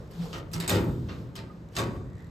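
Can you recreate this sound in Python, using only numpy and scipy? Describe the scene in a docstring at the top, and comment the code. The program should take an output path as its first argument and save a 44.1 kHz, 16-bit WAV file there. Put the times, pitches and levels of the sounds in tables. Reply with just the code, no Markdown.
"""Sheet-metal duct knocked together

Pieces of sheet-metal duct are slid and knocked together close to two microphone ports in a work room.
Each knock is noise on dense sheet modes: the treble starts at once, the boom swells late.
Shaped noise makes floor, panel rumble, scraping edge and swelling bands; decaying sines make the
pings, ringing modes and joint ticks, most of them near the end. A noisy tail makes the room."""
import sys
import numpy as np
from scipy import signal
from scipy.fft import rfft, irfft, next_fast_len
from scipy.io import wavfile
from scipy.ndimage import uniform_filter1d

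SR = 44100
rng = np.random.default_rng(int(sys.argv[2]) if len(sys.argv) > 2 else 0)


def wav_out(sig):
    """Save sig, one row per channel (or a flat mono array), as 16-bit PCM at SR to the path in sys.argv[1]."""
    wavfile.write(sys.argv[1], SR, np.round(np.clip(np.atleast_2d(sig).T, -1, 1) * 32767).astype(np.int16))


N = 101430


def gain_of(db):
    """Amplitude factor of a level in dB."""
    return 10 ** (np.asarray(db) / 20)


def evened(x):
    """Scale to unit rms."""
    return x / np.sqrt(np.mean(x ** 2) + 1e-20)


def read(points, hz):
    """Interpolate a curve over log frequency."""
    f, value = np.transpose(points)
    return np.interp(np.log(hz + 1), np.log(f + 1), value)


def along(points):
    """Interpolate a curve over the time of the scene."""
    s, value = np.transpose(points)
    return np.interp(np.arange(N) / SR, s, value)


def add(mix, s, sound):
    """Add a sound in place at s seconds, cut at the end of the mix."""
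    part = mix[..., max(round(s * SR), 0):][..., :sound.shape[-1]]
    part += sound[..., :part.shape[-1]]


def coloured(x, points):
    """Filter by a dB curve over frequency, then scale to unit rms."""
    hz = np.fft.rfftfreq(x.shape[-1], 1 / SR)
    return evened(irfft(rfft(x) * gain_of(read(points, hz)), x.shape[-1]))


# Floor spectrum. Each row: frequency in Hz, relative density in dB per Hz.
FLOOR_COLOUR = [(22, -43), (50, -3), (120, 2.5), (500, -14.5), (1500, -21), (4000, -36.5), (9000, -42.5),
                (13500, -51), (16000, -85)]
FLOOR_DB = -52


def floor():
    """Steady coloured noise, independent in the two fields."""
    return gain_of(FLOOR_DB) * coloured(rng.standard_normal((2, N)), FLOOR_COLOUR)


# Room decay. Each row: frequency in Hz, t60 in seconds.
ROOM_T60_S = [(100, 1.3), (1000, 0.23), (4000, 0.9), (12000, 0.81)]
ROOM_DB, ROOM_RISE_S = -17.5, 0.0037


def room(x):
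    """Convolve the shared field with a noisy tail whose bands die at their own speed."""
    hz, t, z = signal.stft(rng.standard_normal((2, SR)), SR, nperseg=256)
    decay = gain_of(-60 * t / read(ROOM_T60_S, hz)[:, None])
    tail = signal.istft(z * decay, SR, nperseg=256)[1]
    tail = tail * np.clip(np.arange(tail.shape[1]) / SR / ROOM_RISE_S, 0, 1)
    tail = tail / np.linalg.norm(tail[0])
    return gain_of(ROOM_DB) * signal.fftconvolve(x[:1], tail, axes=1)[:, :N]


# Handling rumble. Each row: time in seconds, level in dB.
RUMBLE_LEVEL_DB = [(0.0, -41.5), (0.09, -45), (0.67, -43), (0.9, -33), (0.96, -43.5), (1.26, -44.5),
                   (1.56, -49.5), (1.79, -49), (1.95, -42), (2.22, -49), (2.3, -48.5)]
# Rumble spectrum. Each row: frequency in Hz, relative density in dB per Hz.
RUMBLE_COLOUR = [(20, -44), (45, -3.5), (90, -5.5), (172, -3.5), (234, -13), (357, -18), (495, -14),
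                 (787, -29.5), (1230, -29.5), (2500, -48), (5000, -67)]


def rumble():
    """Loose panels wobble and boom under the hands: low noise with a moving level."""
    return gain_of(along(RUMBLE_LEVEL_DB)) * coloured(rng.standard_normal((2, N)), RUMBLE_COLOUR)


# Panel bands. Each one holds: centre in Hz, half-amplitude width in Hz.
DRONE_BAND_HZ = (169, 13.7)
PANEL_BAND_HZ = (473, 220)
SQUEAK_BAND_HZ = (1875, 300)
# Their swells. Each row: time in seconds, level in dB.
DRONE_LEVEL_DB = [(.12, -82), (0.202, -32.5), (.4, -44), (.47, -70), (.52, -49), (.57, -35.5), (.66, -45),
                  (.75, -54)]
PANEL_LEVEL_DB = [(.15, -96), (.24, -46.5), (.42, -48), (0.499, -61), (.6, -87)]
SQUEAK_LEVEL_DB = [(2.001, -80), (2.08, -70.5), (2.2, -60.5), (2.23, -59.5), (2.25, -64), (2.3, -73)]


def hum(band_hz, level_db):
    """Noise through one panel resonance."""
    centre_hz, width_hz = band_hz
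    hz = np.fft.rfftfreq(N, 1 / SR)
    resonance = 1 / (1 + (2 * (hz - centre_hz) / width_hz) ** 2)
    noise = irfft(rfft(rng.standard_normal((2, N))) * resonance, N)
    return gain_of(along(level_db)) * evened(noise)


def hums():
    """Three narrow bands swell as the panels slide or shudder."""
    out = hum(DRONE_BAND_HZ, DRONE_LEVEL_DB)
    out += hum(PANEL_BAND_HZ, PANEL_LEVEL_DB)
    return out + hum(SQUEAK_BAND_HZ, SQUEAK_LEVEL_DB)


# Scraping edge. Each row: time in seconds, level in dB.
SCRAPE_LEVEL_DB = [(0, -59), (.05, -62), (.1, -64.5), (.115, -57.5), (.25, -46.5), (.31, -51.5),
                   (.39, -45.5), (.43, -69), (.5, -66), (1.05, -61.5), (1.12, -54.5), (1.24, -60.5),
                   (1.3, -67.5), (1.7, -69.5), (1.75, -53), (1.8, -73), (1.97, -60), (2.05, -97),
                   (2.2, -64), (2.3, -68)]
# Scrape spectrum. Each row: frequency in Hz, relative density in dB per Hz.
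SCRAPE_COLOUR = [(300, 1.5), (900, 4.5), (2000, -5.5), (4000, -3.5), (7000, -11.5), (12500, -16),
                 (15000, -18)]
SLIPS_PER_S, GRIT_DB, PATCH_DB = 5000, 1.5, 1.5  # GRIT_DB: scale of the exponential spread of slip size


def scrape():
    """Dense grit of tiny slips, a few of them larger; its colour drifts in patches."""
    size = gain_of(GRIT_DB * np.minimum(rng.exponential(1, (2, N)), 5))
    slips = size * (rng.random((2, N)) < SLIPS_PER_S / SR) * rng.choice([-1., 1.], (2, N))
    z = signal.stft(slips, nperseg=256)[2]
    patches = uniform_filter1d(rng.standard_normal(z.shape[1:]), size=6, axis=0)
    patches = evened(uniform_filter1d(patches, size=14, axis=1))
    grit = signal.istft(z * gain_of(PATCH_DB * patches), nperseg=256)[1][:, :N]
    return gain_of(along(SCRAPE_LEVEL_DB)) * coloured(grit, SCRAPE_COLOUR)


# Joint slips. Each row: start in seconds, level in dB.
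TICKS = [(1.6882, -55.5), (2.0434, -67), (2.0864, -67), (2.102, -61), (2.1326, -58.5), (2.1543, -56.5),
         (2.1694, -60), (2.1824, -56), (2.1934, -60), (2.2069, -58), (2.2225, -57), (2.2454, -55),
         (2.269, -56)]
# Joint modes. Each row: nominal frequency in Hz, level in dB re tick, t60 in seconds.
TICK_MODES = [(2010, -7, 0.0094), (4050, -1.5, 0.0093), (6300, -5, .006), (7700, 0, 0.006),
              (10900, -5, 0.007)]


def ticks():
    """A joint slips; each slip rings a few very short modes, slightly retuned."""
    out, t = np.zeros((2, N)), np.arange(1500) / SR
    for s, tick_db in TICKS:
        tick = np.zeros(len(t))
        for hz, mode_db, t60_s in TICK_MODES:
            tune = rng.uniform(0.93, 1.02)
            tick += gain_of(tick_db + mode_db - 60 * t / t60_s) * np.sin(2 * np.pi * hz * tune * t)
        add(out[0], s, tick)
    return out


# Folded edges. 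Each row: start in seconds, frequency in Hz, level in dB of the stronger mode.
PINGS = [(0.54, 5600, -32.5), (0.54, 4070, -40), (.535, 4870, -34.5), (0.61, 3816, -35),
         (0.602, 10700, -33), (0.69, 6600, -28.5), (0.68, 8130, -27), (.679, 13000, -34),
         (.695, 13360, -26), (.703, 3596, -24.5), (.750, 3605, -30.5), (.755, 4800, -35.5),
         (1.362, 5150, -41), (1.357, 3100, -43), (1.385, 2900, -47.5), (1.5, 1230, -41), (1.097, 2750, -43),
         (1.367, 4400, -44), (1.765, 6500, -31.5), (1.766, 8340, -40), (1.765, 4830, -34),
         (1.765, 2700, -35.5), (1.791, 3600, -32), (1.809, 3650, -36.5)]
PING_T60_S, PING_HZ = 0.05, 4000  # t60 at that pitch; lower pings last longer
PING_SPLIT, PING_RISE_S = 0.016, 0.0013


def pings():
    """Folded edges ping at a contact: a close pair of modes that dies fast."""
    out, t = np.zeros((2, N)), np.arange(8000) / SR
    for s, hz, db in PINGS:
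        phase_turns, side = rng.random(), rng.uniform(-1, 1)
        pair = np.sin(2 * np.pi * hz * t)
        pair += .5 * np.sin(2 * np.pi * (hz * (1 + PING_SPLIT) * t + phase_turns))
        decay = gain_of(db - 60 * t / PING_T60_S * np.sqrt(hz / PING_HZ))
        add(out, s, np.outer([1, side], decay * np.minimum(t / PING_RISE_S, 1) * pair))
    return out


BOOM_HZ, SIZZLE_HZ = 644, 7430  # boom lies below, sizzle above
# Standing-out modes. Each row: nominal Hz, dB before the strike offset, t60 in seconds, beats per second.
RING_MODES = [(102, -18.5, 0.7, 6.3), (183, -23, 0.7, 11.5), (245, -27, .4, 6), (328, -27, 0.98, 4.7),
              (409, -29, .9, 5.5), (490, -26, 0.69, 7), (540, -29, .6, 8), (598, -28, 0.3, 10),
              (1873, -37, 0.42, 9), (13430, -45, 0.6, 23)]
# Knocks that excite them; a panel held otherwise is tuned otherwise.
# Each row: start in seconds, offset of modes below BOOM_HZ in dB, of the others in dB, pitch factor.
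RING_STRIKES = [(.695, -2, 0, 1), (1.361, -24, -39, 1.1), (1.769, -10, -20, 1.1)]
RING_RISE_S = .03  # up to 300 Hz, shorter above
BEAT_DEPTH, BEAT_FADE_S = .55, .3


def ringing():
    """Modes that stand out after a hard knock: sines whose beating fades."""
    out, t = np.zeros((2, N)), np.arange(32768) / SR
    for s, bass_db, treble_db, tune in RING_STRIKES:
        for hz, db, t60_s, beats in RING_MODES:
            rise = 1 - np.exp(-t / (RING_RISE_S * min(300 / hz, 1)))
            beat = 1 - BEAT_DEPTH * np.exp(-t / BEAT_FADE_S) * np.cos(2 * np.pi * beats * t)
            level = gain_of(db + (bass_db if hz < BOOM_HZ else treble_db) - 60 * t / t60_s)
            tone = np.sin(2 * np.pi * (hz * tune * t + rng.random()))
            add(out[0], s, beat * rise * level * tone)
    return out


# Dense sheet modes. Each row: frequency in Hz, relative density in dB per Hz.
SHEET_COLOUR = [(25, -56), (45, -15.5), (65, 3.5), (110, 4.5), (200, -0.5), (450, 3.5), (750, -2.5),
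                (1400, -6.5), (3500, -8.5), (6500, -13.5), (9000, -11), (13500, -19), (16000, -16.5)]
MODE_SPREAD_DB, CLUMP_HZ, CLUMP_DB, SPOT_OCTAVES = 3., 150, 2.5, 0.3
USUAL_SIZZLE_DB = -16.5  # sizzle of the plain sheet colour


def mode_spectrum(modes, hz, boom_db, sizzle_db, spot_hz, spot_db):
    """Random strength and phase per mode and field; treble at unit rms, then boom and sizzle weights."""
    real, imag, spread = rng.standard_normal((3, 2, len(hz)))
    clumps = evened(uniform_filter1d(rng.standard_normal(len(hz)), round(CLUMP_HZ / hz[1])))
    shape_db = read(SHEET_COLOUR, hz) + (MODE_SPREAD_DB * spread + CLUMP_DB * clumps) * (hz > BOOM_HZ)
    shape_db += spot_db * np.exp(-(np.log2((hz + 1) / spot_hz) / SPOT_OCTAVES) ** 2)
    z = modes * gain_of(shape_db) * (real + 1j * imag)
    z /= np.sqrt(np.mean(irfft(z * (hz > 1500)) ** 2))
    tilt_db = boom_db / (1 + (hz / BOOM_HZ) ** 3)
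    tilt_db += (sizzle_db - USUAL_SIZZLE_DB) / (1 + (SIZZLE_HZ / (hz + 1)) ** 6)
    return z * gain_of(tilt_db)


# Sheet decay. Each row: frequency in Hz, t60 in seconds.
SHEET_T60_S = [(60, 2.2), (160, 2.07), (420, 0.66), (1100, 0.59), (2900, 0.27), (7700, 0.2), (14000, 0.16)]
# Sheet rise. Each row: frequency in Hz, time constant in seconds at swell factor 1.
SHEET_RISE_S = [(60, 0.031), (250, 0.045), (800, 0.0083), (2500, 0.009), (8000, 0.00081)]
CREST_DB = 8.5  # fixed step from the nominal clang peak down to the rms level
CRACK_DB, CRACK_S = 3, 0.0016
RATTLE_DB, RATTLE_S, RATTLE_START_S = 2.3, .003, .02


def knock(modes, db, boom_db, sizzle_db, spot_hz, spot_db, swell):
    """Each band swells and dies at its own speed; the treble adds a crack at once and rattles."""
    size = 2 * (len(modes) - 1)
    hz, t = np.fft.rfftfreq(size, 1 / SR), np.arange(size) / SR
    z = mode_spectrum(modes, hz, boom_db, sizzle_db, spot_hz, spot_db)
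    flutter = evened(uniform_filter1d(rng.standard_normal(size), round(RATTLE_S * SR)))
    rattle = gain_of(RATTLE_DB * np.minimum(t / RATTLE_START_S, 1) * flutter)
    centres, out = np.geomspace(50, 14000, 10), 0
    step = np.log(centres[1] / centres[0])
    for f in centres:
        share = np.clip(1 - abs(np.log(np.clip(hz, 50, 14000) / f)) / step, 0, 1)
        rise = 1 - np.exp(-t / (swell * read(SHEET_RISE_S, f) + 1e-4))
        tail = rise * gain_of(-60 * t / read(SHEET_T60_S, f))
        if f > 1000:
            tail = tail * rattle + gain_of(CRACK_DB) * np.exp(-t / CRACK_S)
        out = out + irfft(z * share) * tail
    return gain_of(db - CREST_DB) * out * np.minimum((t[-1] - t) / 0.15, 1)


# Knocks. Each row: start in seconds, nominal clang peak in dB, boom shift in dB, sizzle in dB,
# bright spot in Hz, its lift in dB, swell factor on the rise times.
KNOCKS = [(0.1108, -51, 8, 2, 4850, 22, 1), (0.3301, -29, -8, -36, 1290, 3, 0.4),
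          (0.5152, -43.5, 3.5, -15, 1000, -3, 1), (0.532, -38, -2.5, -4, 4930, 9, 0.48),
          (0.5354, -28.5, -6, -18.5, 2500, -3, 0.36), (0.601, -24.5, -7, -15, 3900, 5.5, 1),
          (0.6777, -17.5, -8, -24.5, 7800, 7.5, 0.66), (0.6948, -18.5, -5, -16, 13700, 1, 0.67),
          (0.7111, -22.5, -6.5, -23, 1870, -7, 0.73), (0.7503, -25, 2.5, -27, 3720, 0, 1),
          (1.0874, -36, -8, -63, 1340, 7, 0.41), (1.093, -35.5, -5, -51, 1350, 0, 0.42),
          (1.3545, -35, -3.5, -17, 3100, 5.5, 0.95), (1.3626, -32.5, -6, -29, 4650, 6.5, 1),
          (1.7529, -33.5, 7.5, -20, 5010, 5, 1), (1.7657, -20, -11.5, -26, 2900, -1.5, 0.29),
          (1.7851, -23.5, -9.5, -20, 1110, 6.5, 0.27)]
MODE_GAP_HZ = 10  # mean spacing


def knocks():
    """All knocks share one dense set of mode frequencies."""
    size = 32768
    modes = rng.random(size // 2 + 1) < SR / size / MODE_GAP_HZ
    modes[:300] = True  # every bin below about 400 Hz
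    out = np.zeros((2, N))
    for s, *row in KNOCKS:
        add(out, s, knock(modes, *row))
    return out


def scene():
    """Two sound fields: one that both ports share, one that differs between them."""
    near = hums() + scrape() + ticks() + pings() + ringing() + knocks()
    return floor() + room(near) + rumble() + near


# Likeness of the ports. Each row: frequency in Hz, likeness from 0 to 1.
PORT_LIKENESS = [(60, 0.97), (300, .92), (700, 0.61), (1400, 0.19), (3000, 0.46), (5500, 0.55),
                 (6400, 0.96), (16000, 1)]
# Phase between the ports. Each row: frequency in Hz, lead of the left port in radians.
LEFT_LEAD_RAD = [(0, 0), (1400, .5), (3000, .2), (6300, 0), (7300, 0), (9500, -3.0), (10500, -3.25),
                 (12000, -6.2), (13500, -6.35), (14800, -9.2), (16500, -9.4)]
EDGE_HZ = 16500


def record(dry):
    """The ports share part of the field with a phase lead; then the band limit."""
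    size = next_fast_len(N + 4096)
    hz, (shared, apart) = np.fft.rfftfreq(size, 1 / SR), rfft(dry, size)
    same = np.clip(read(PORT_LIKENESS, hz), 0, 1)
    f, lead = np.transpose(LEFT_LEAD_RAD)
    turn = np.exp(.5j * np.interp(hz, f, lead))
    shared, apart = shared * np.sqrt((1 + same) / 2), apart * np.sqrt((1 - same) / 2)
    ports = irfft(np.array([(shared + apart) * turn, (shared - apart) / turn]), size)[:, :N]
    low_pass = signal.firwin(511, EDGE_HZ, window=("kaiser", 9), fs=SR)
    return signal.oaconvolve(ports, low_pass[None], "same")


dry = scene()
out = record(dry)
wav_out(out)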